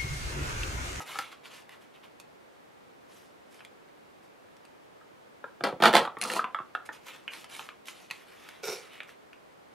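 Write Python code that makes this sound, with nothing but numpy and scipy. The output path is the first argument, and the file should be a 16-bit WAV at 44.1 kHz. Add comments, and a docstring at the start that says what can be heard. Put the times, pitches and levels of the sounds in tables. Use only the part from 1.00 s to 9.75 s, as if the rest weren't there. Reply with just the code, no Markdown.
"""A small quiet room, close on a hand craft punch on a cutting mat.
Thin, stiff vellum rubs, hisses and snaps as it is slid and nudged along the hollow base.
The lever is pressed and the blades crunch through the sheet, ringing the loaded frame.
The lever scrapes back up, its return spring ticks, and the plastic housing clacks as it settles.
The sheet slides on, with one hard pull, over a steady hush."""
import sys
import numpy as np
from scipy import signal
from scipy.fft import rfft, irfft, next_fast_len
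from scipy.io import wavfile
from scipy.ndimage import uniform_filter1d

SR = 44100
rng = np.random.default_rng(int(sys.argv[2]) if len(sys.argv) > 2 else 0)


def file_out(sig):
    """Save sig as 16-bit WAV at sys.argv[1]."""
    # one column per channel
    cols = np.atleast_2d(sig).T
    # limit, then scale
    lim = np.clip(cols, -1, 1)
    pcm = np.round(lim * 32767).astype(np.int16)
    wavfile.write(sys.argv[1], SR, pcm)


N = 385814

# lever strokes: three cuts, the return, the slack taken up
# (start [s], peak [s], end [s], level [dB], scrape offset [dB], swell from start to peak [dB])
LEVER_STROKES = [(4.637, 4.665, 4.77, -26.5, -28, -2), (4.822, 4.865, 4.93, -12.5, -21.5, 5),
                 (4.93, 4.957, 5.07, -15.5, -19.5, 6.5), (5.207, 5.375, 5.45, -32, -10, 7),
                 (4.802, 4.824, 4.85, -31, -26, 2)]
# bright edge of scrapes and cracks: (frequency [Hz], level [dB])
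EDGE_SPECTRUM = [(2500, -18.5), (4200, -11.5), (5500, -17.5), (11000, -19), (15700, -37)]
FADE_DB = 31  # a stroke ends this far under its peak


def blades():
    """The lever grinds and scrapes while the blades bite through the sheet and ring the frame."""
    # blades breaking through: (time [s], level [dB], sharpness [dB])
    breaks = [(4.608, -22, -7), (4.638, -12.5, 11.5), (4.727, -23.5, -14.5), (4.803, -22, -7),
              (4.825, -11, -7), (4.837, -9, 8), (4.937, -7, 6), (4.953, -1, 9), (4.966, -1.5, 11)]
    # modes of the punch under load: (frequency [Hz], base width [Hz], level [dB])
    frame = [(204, 20, -4), (337, 15, 0), (483, 33, 2), (706, 99, 2.5), (894, 98, 0), (1257, 93, 4),
             (1506, 207, -1), (1854, 69, -3.5), (2350, 59, -7.5), (3010, 185, -8), (3610, 127, -9),
             (4336, 170, -13.5)]
    force = friction(slips_per_s=1400, spread_db=6, smooth=.4)
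    pushes = [stroke(*row[:4], row[5]) for row in LEVER_STROKES]
    pressure = sum(pushes)
    low, high = (unit(resonant(force, modes, widen=2.5)) for modes in (frame[:5], frame[5:]))
    # light pressure sounds duller than the full cut
    grind = amp(-7.5) * pressure * (low + amp(9) * pressure ** 0.44 * high)
    scrape_gain = sum(push * amp(row[4]) for push, row in zip(pushes, LEVER_STROKES))
    bites = strike(breaks + crunch(), frame, widen=2.3, attack_s=0.00054, chatter_s=0.00406,
                   tilt_db=4.5, sharp_tilt=0.5, crack_t60=0.023, crack_db=-6.5, drift=0.027)
    return grind + scrape_gain * coloured(force, EDGE_SPECTRUM) + amp(-3.5) * bites


def crunch(mean_gap_s=.009):
    """Small random bites crowd each cut: (time [s], level [dB], sharpness [dB])."""
    bites = []
    for start, peak, end, db, _, swell_db in LEVER_STROKES[:3]:
        gap, softness = rng.random((2, 8))
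        times = start + np.cumsum(mean_gap_s * (.5 + gap))
        contour = np.interp(times, [start, peak, end], [-swell_db, 0, -FADE_DB], right=-200)
        bites += zip(times, db + contour - 6 * softness, -3 - 5 * softness)
    return bites


def housing():
    """Knocks ring the plastic shell in short clacks."""
    # knocks: (time [s], level [dB], sharpness [dB], pitch the struck spot favours [Hz])
    clacks = [(0.003, -29, 7, 895), (0.156, -30.5, 5, 1100), (0.189, -24, 17, 1160), (4.012, -48, 0, 1250),
              (4.441, -27.5, -9, 770), (5.051, -23, 13, 1320), (5.075, -24.5, 0, 1190),
              (5.169, -29, -13, 1400), (5.23, -26, 0, 1186), (5.25, -25.5, 7, 1310),
              (5.364, -21.5, -3, 1050), (5.392, -18, 2, 1230), (5.442, -20, 3.5, 1630),
              (5.546, -20, 3.5, 1490), (5.587, -30, 1, 1200), (5.601, -30.5, -13, 990),
              (5.75, -19, 4.5, 1370), (5.89, -28, -5.5, 1180), (7.684, -32, -1, 470)]
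    # housing modes: (frequency [Hz], base width [Hz], level [dB])
    shell = [(336, 34, -4), (499, 24.4, -6.5), (764, 42, -6.5), (925, 50.5, 1.5), (1218, 39, 4.5),
             (1410, 153, 5), (1656, 71, 1.5), (2407, 82, -6.5), (2620, 95, -5), (3460, 105, 1.5)]
    return amp(2.0) * strike(clacks, shell, widen=3.22, attack_s=0.00078, chatter_s=0.004016,
                             tilt_db=0.7, sharp_tilt=0.39, crack_t60=0.01, crack_db=-8, drift=0.018)


def spring():
    """The return spring and its metal guide tick as the lever rises."""
    # metal contacts: (time [s], level [dB], sharpness [dB])
    pings = [(5.186, -43, 10), (5.214, -17.5, 7), (5.223, -21, 7.5), (5.238, -19, 10), (5.3, -17.5, -8),
             (5.336, -23, 4), (5.367, -22, -2)]
    # spring modes: (frequency [Hz], base width [Hz], level [dB])
    modes = [(1770, 174, -5.5), (2540, 140, -4.5), (4200, 300, -2), (6440, 240, -11.5), (10300, 460, -1.5)]
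    return strike(pings, modes, widen=2.0, attack_s=0.00042, chatter_s=0.0044,
                  tilt_db=0.5, sharp_tilt=0.76, crack_t60=0.012, crack_db=6, drift=0.017)


def vellum():
    """The stiff sheet rubs, hisses and snaps; a hard pull sounds the hollow base."""
    # the sheet snaps and catches: (time [s], level [dB], sharpness [dB])
    catches = [(0.188, -18, 4.5), (0.327, -36, -6), (0.456, -32.5, -1), (0.693, -36.5, 2),
               (1.1995, -38.5, 14), (2.544, -44, 6), (2.593, -41, -10), (2.606, -35.5, -19),
               (2.649, -36, 5), (2.887, -48, -2), (3.567, -53, 12.5), (3.651, -42.5, 7),
               (6.279, -19.5, -13), (6.335, -27.5, 2), (6.443, -32, 3), (6.594, -22.5, -20),
               (6.689, -25.5, -13), (6.856, -44.5, 13), (6.884, -25, 1), (7.102, -32, 0), (7.11, -19.5, 2),
               (7.4885, -31, 4.5), (8.004, -22.5, -17), (8.032, -34.5, 0), (8.092, -35, -6),
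               (8.331, -37.5, -4)]
    # pull across the base: (start [s], peak [s], end [s], level [dB], swell [dB])
    hard_pull = (7.632, 7.69, 7.88, -35.5, 2)
    # modes of the sheet and of the base: (frequency [Hz], base width [Hz], level [dB])
    sheet_modes = [(906, 120, -13.5), (1240, 104, -10.5), (1555, 140, -5), (2386, 180, 5), (2963, 186, 0),
                   (3610, 170, -8.5), (5640, 630, -24)]
    base_modes = [(385, 60, -3.5), (480, 68, 1), (1430, 43, -6.5), (2280, 67, -8), (3800, 240, -15.5),
                  (5520, 340, -11)]
    # body and top of the sliding sound: (frequency [Hz], level [dB])
    rub_spectrum = [(400, -18.5), (800, -12), (1100, -3), (1600, -7), (2400, -3), (3500, -7.5),
                    (6000, -27.5), (9000, -30), (15700, -34)]
    hiss_spectrum = [(2500, 0), (4000, 2.5), (5500, 5), (8000, 2), (12000, 2), (14000, -14), (15700, -40)]
    force = flex(friction(slips_per_s=1800, spread_db=6, smooth=1.1), depth_db=2.2)
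    rub, hiss = slides(rise=0.14)
    sliding = rub * coloured(force, rub_spectrum) + hiss * coloured(force, hiss_spectrum)
    drag = friction(slips_per_s=400, spread_db=5, smooth=.6)
    pull = stroke(*hard_pull) * unit(resonant(drag, base_modes, widen=1.5))
    snaps = strike(catches, sheet_modes, widen=2.89, attack_s=0.00036, chatter_s=0.005,
                   tilt_db=0.0, sharp_tilt=0.11, crack_t60=0.013, crack_db=8.5, drift=0.045)
    return sliding + pull + amp(-1.5) * snaps


def slides(rise):
    """Rub and hiss envelopes follow the sheet's speed: each slide swells and eases out."""
    # short slides: (start [s], length [s], rub level [dB], hiss offset [dB])
    moves = [(0, 0.036, -49.5, 0.5), (0.039, 0.25, -45, -8.5), (0.312, 0.033, -54.5, -17),
             (0.429, 0.076, -54, -10.5), (0.491, 0.14, -57.5, -3.5), (0.699, 0.076, -58, -11),
             (0.803, 0.058, -61, -10.5), (0.932, 0.05, -59, -22), (1.029, 0.04, -55.5, -14),
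             (2.062, 0.25, -70.5, 4), (2.489, 0.16, -70, 2.5), (3.22, 0.054, -79, 6),
             (5.851, 0.025, -60, 2.5), (5.917, 0.065, -56.5, -3.5), (5.972, 0.34, -64.5, -7),
             (6.054, 0.066, -49, -12), (6.126, 0.049, -58.5, -9), (6.298, 0.15, -52.5, -4),
             (6.478, 0.21, -54, 0), (6.858, 0.074, -54, 0), (6.915, 0.19, -60, -4), (7.11, 0.16, -62, -4.5),
             (7.245, 0.26, -62.5, -6), (7.38, 0.31, -60, -11.5), (7.62, 0.18, -55, 8),
             (7.756, 0.2, -57.5, -22), (7.907, 0.11, -55.5, -15), (8.066, 0.067, -57, -9)]
    rub, hiss = np.zeros((2, N + SR))
    for start, length, rub_db, hiss_db in moves:
        progress = np.arange(round(3 * length * SR)) / (length * SR)
        speed = (1 - np.exp(-(progress / rise) ** 2)) / (1 + (progress / .8) ** 6)
        rub[round(start * SR):][:len(speed)] += amp(rub_db) * speed
        hiss[round(start * SR):][:len(speed)] += amp(rub_db + hiss_db) * speed
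    return rub[:N], hiss[:N]


def flex(x, depth_db):
    """The bending sheet favours other pitches from moment to moment."""
    spectra = signal.stft(x, nperseg=256)[2]
    patches = uniform_filter1d(rng.standard_normal(spectra.shape), size=7, axis=0)
    patches = unit(uniform_filter1d(patches, size=9, axis=1))
    return unit(signal.istft(spectra * amp(depth_db * patches), nperseg=256)[1][:N])


def strike(events, modes, widen, attack_s, chatter_s, tilt_db, sharp_tilt, crack_t60, crack_db, drift):
    """Each contact rings the modes afresh and adds a bright crack; sharp ones favour the high modes."""
    rattle, spot_db_per_octave = 1.28, 6
    rings, cracks = np.zeros((2, N + SR))
    t = np.arange(SR // 16) / SR
    hz, width, level = np.transpose(modes)[:, :, None]
    damping = np.maximum(widen * width, hz / 10)  # high modes die fastest
    onset = (1 - np.exp(-t / attack_s)) ** 2
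    for time, db, sharp_db, *spot in events:
        tilt = (tilt_db + sharp_tilt * sharp_db) * np.log2(hz / 1500)
        strength = amp(level + tilt + rng.normal(0, 1.2, hz.shape))
        strength *= amp(-spot_db_per_octave * sum(np.abs(np.log2(hz / centre)) for centre in spot))
        pitch = hz * (1 + drift * rng.standard_normal(hz.shape))  # grip and load shift the modes
        # loose parts rattle: each mode's phase wanders while it rings
        wander = np.sqrt(2 * np.pi * rattle * damping / SR) * rng.standard_normal((len(hz), len(t)))
        wander = uniform_filter1d(np.cumsum(wander, axis=1), size=48, axis=1)
        phase = 2 * np.pi * pitch * t + rng.uniform(0, 2 * np.pi, hz.shape) + wander
        ring = onset * np.sum(strength * np.exp(-np.pi * damping * t) * np.sin(phase), axis=0)
        # small rebounds follow within milliseconds
        for delay, size in rng.random((3, 2)):
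            ring = ring + 0.41 * size * np.pad(ring, (round(delay * chatter_s * SR), 0))[:len(t)]
        crack_gain = amp(db + sharp_db + crack_db - 60 * t / crack_t60) * onset
        rings[round(time * SR):][:len(t)] += amp(db) * ring / np.abs(ring).max()
        cracks[round(time * SR):][:len(t)] += crack_gain * rng.standard_normal(len(t))
    return rings[:N] + filtered(cracks[:N], lambda f: amp(along(EDGE_SPECTRUM, f)))


def friction(slips_per_s, spread_db, smooth):
    """Gritty force: random slips of scattered size over a smooth rubbing noise."""
    slips = (rng.random(N) < slips_per_s / SR) * rng.standard_normal(N)
    slips *= amp(spread_db * rng.uniform(-0.76, 1, N))
    return unit(unit(slips) + smooth * rng.standard_normal(N))


def stroke(start, peak, end, db, swell_db):
    """Envelope of one push: it ramps to its level, then fades."""
    levels = [db - swell_db, db, db - FADE_DB]
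    return amp(np.interp(np.arange(N) / SR, [start, peak, end], levels, left=-200, right=-200))


def resonant(x, modes, widen):
    """x through a set of resonances, damped by the hand that holds the object."""
    def band(f, hz, width):
        return 1j * f * width / (hz * hz - f * f + 1j * f * width)
    return filtered(x, lambda f: sum((-1) ** k * amp(db) * band(f, hz, width * widen)
                                     for k, (hz, width, db) in enumerate(modes)))


def coloured(x, spectrum):
    """x shaped by a spectrum, rms 1."""
    return unit(filtered(x, lambda hz: amp(along(spectrum, hz))))


def filtered(x, response):
    """x through a complex frequency response."""
    size = next_fast_len(N + SR // 2)
    return irfft(rfft(x, size) * response(np.fft.rfftfreq(size, 1 / SR)), size)[..., :N]


def along(points, hz):
    """Curve through (frequency [Hz], value) points on a log axis."""
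    knots, values = np.transpose(points)
    return np.interp(np.log(hz + 1), np.log(knots + 1), values)


def amp(db):
    """dB to gain."""
    return 10 ** (np.asarray(db) / 20)


def unit(x):
    """Scaled to rms 1."""
    return x / np.sqrt(np.mean(x ** 2) + 1e-20)


def room(x):
    """Forward and sideways reflections off table and walls; they change as the hands move."""
    # room decay: (frequency [Hz], t60 [s])
    decay = [(200, 0.23), (800, 0.32), (1500, 0.24), (3500, 0.22), (12000, 0.098)]
    out, hop = np.zeros((2, N + SR)), SR // 8
    for start in range(0, N, hop):
        hz, t, noise = signal.stft(rng.standard_normal((2, SR // 3)), SR, nperseg=256)
        tail = signal.istft(noise * amp(-60 * t / along(decay, hz)[:, None]), SR, nperseg=256)[1]
        age = np.arange(tail.shape[1]) / SR
        tail[0] *= 1 + 0.56 * np.exp(-age / 0.019)  # ahead, the table top answers first and strongest
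        tail[1] *= 1 + 6 * np.exp(-age / 0.0012)  # sideways, early scatter off hands and table
        tail /= np.linalg.norm(tail, axis=1)[:, None]
        wet = signal.fftconvolve(x[None, start:start + hop], tail, axes=1)
        out[:, start:start + wet.shape[1]] += wet
    return out[:, :N]


def room_tone():
    """Steady hush of the room and the microphone."""
    # colour of the hush: (frequency [Hz], level [dB])
    spectrum = [(20, -30), (60, -20.5), (110, -11.5), (240, -4.5), (500, -2), (800, -6), (2000, -14.5),
                (6000, -29), (13500, -35.5), (15700, -41)]
    # its stereo image: (frequency [Hz], left-right correlation [-1..1])
    likeness = [(60, 0.77), (200, -0.33), (600, -0.54), (1700, -0.16), (5000, 0.25)]
    def shape(hz):
        angle = np.arccos(np.clip(along(likeness, hz), -1, 1)) / 2
        return amp(along(spectrum, hz)) * [np.cos(angle), np.sin(angle)]
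    mid, side = filtered(rng.standard_normal((2, N)), shape)
    return amp(-54.5) * unit(np.array([mid + side, mid - side])) * amp([[-.3], [.3]])


def scene():
    """Punch and sheet up close in mid-side stereo, with the room around them."""
    # stereo width: (frequency [Hz], side level [dB])
    width = [(200, -21.5), (700, -10.5), (2000, -17), (4500, -9.5), (9000, -3), (15000, 2)]
    # stereo balance: (frequency [Hz], left minus right [dB])
    balance = [(300, -.5), (8000, -1), (13000, 0)]
    near = blades() + housing() + spring() + vellum()
    # the bass falls away steeply below about 130 Hz
    near = signal.sosfilt(signal.butter(6, 130, "high", fs=SR, output="sos"), near)
    ahead, sideways = room(near)
    mid = near + amp(-4.5) * ahead
    side = filtered(sideways, lambda hz: amp(along(width, hz)))
    pair = np.array([mid + side, mid - side])
    return filtered(pair, lambda hz: amp(np.outer([.5, -.5], along(balance, hz)))) + room_tone()


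def record(dry):
    """A brick-wall low-pass takes off the very top."""
    return filtered(dry, lambda hz: hz < 15750)


dry = scene()
out = record(dry)
file_out(out)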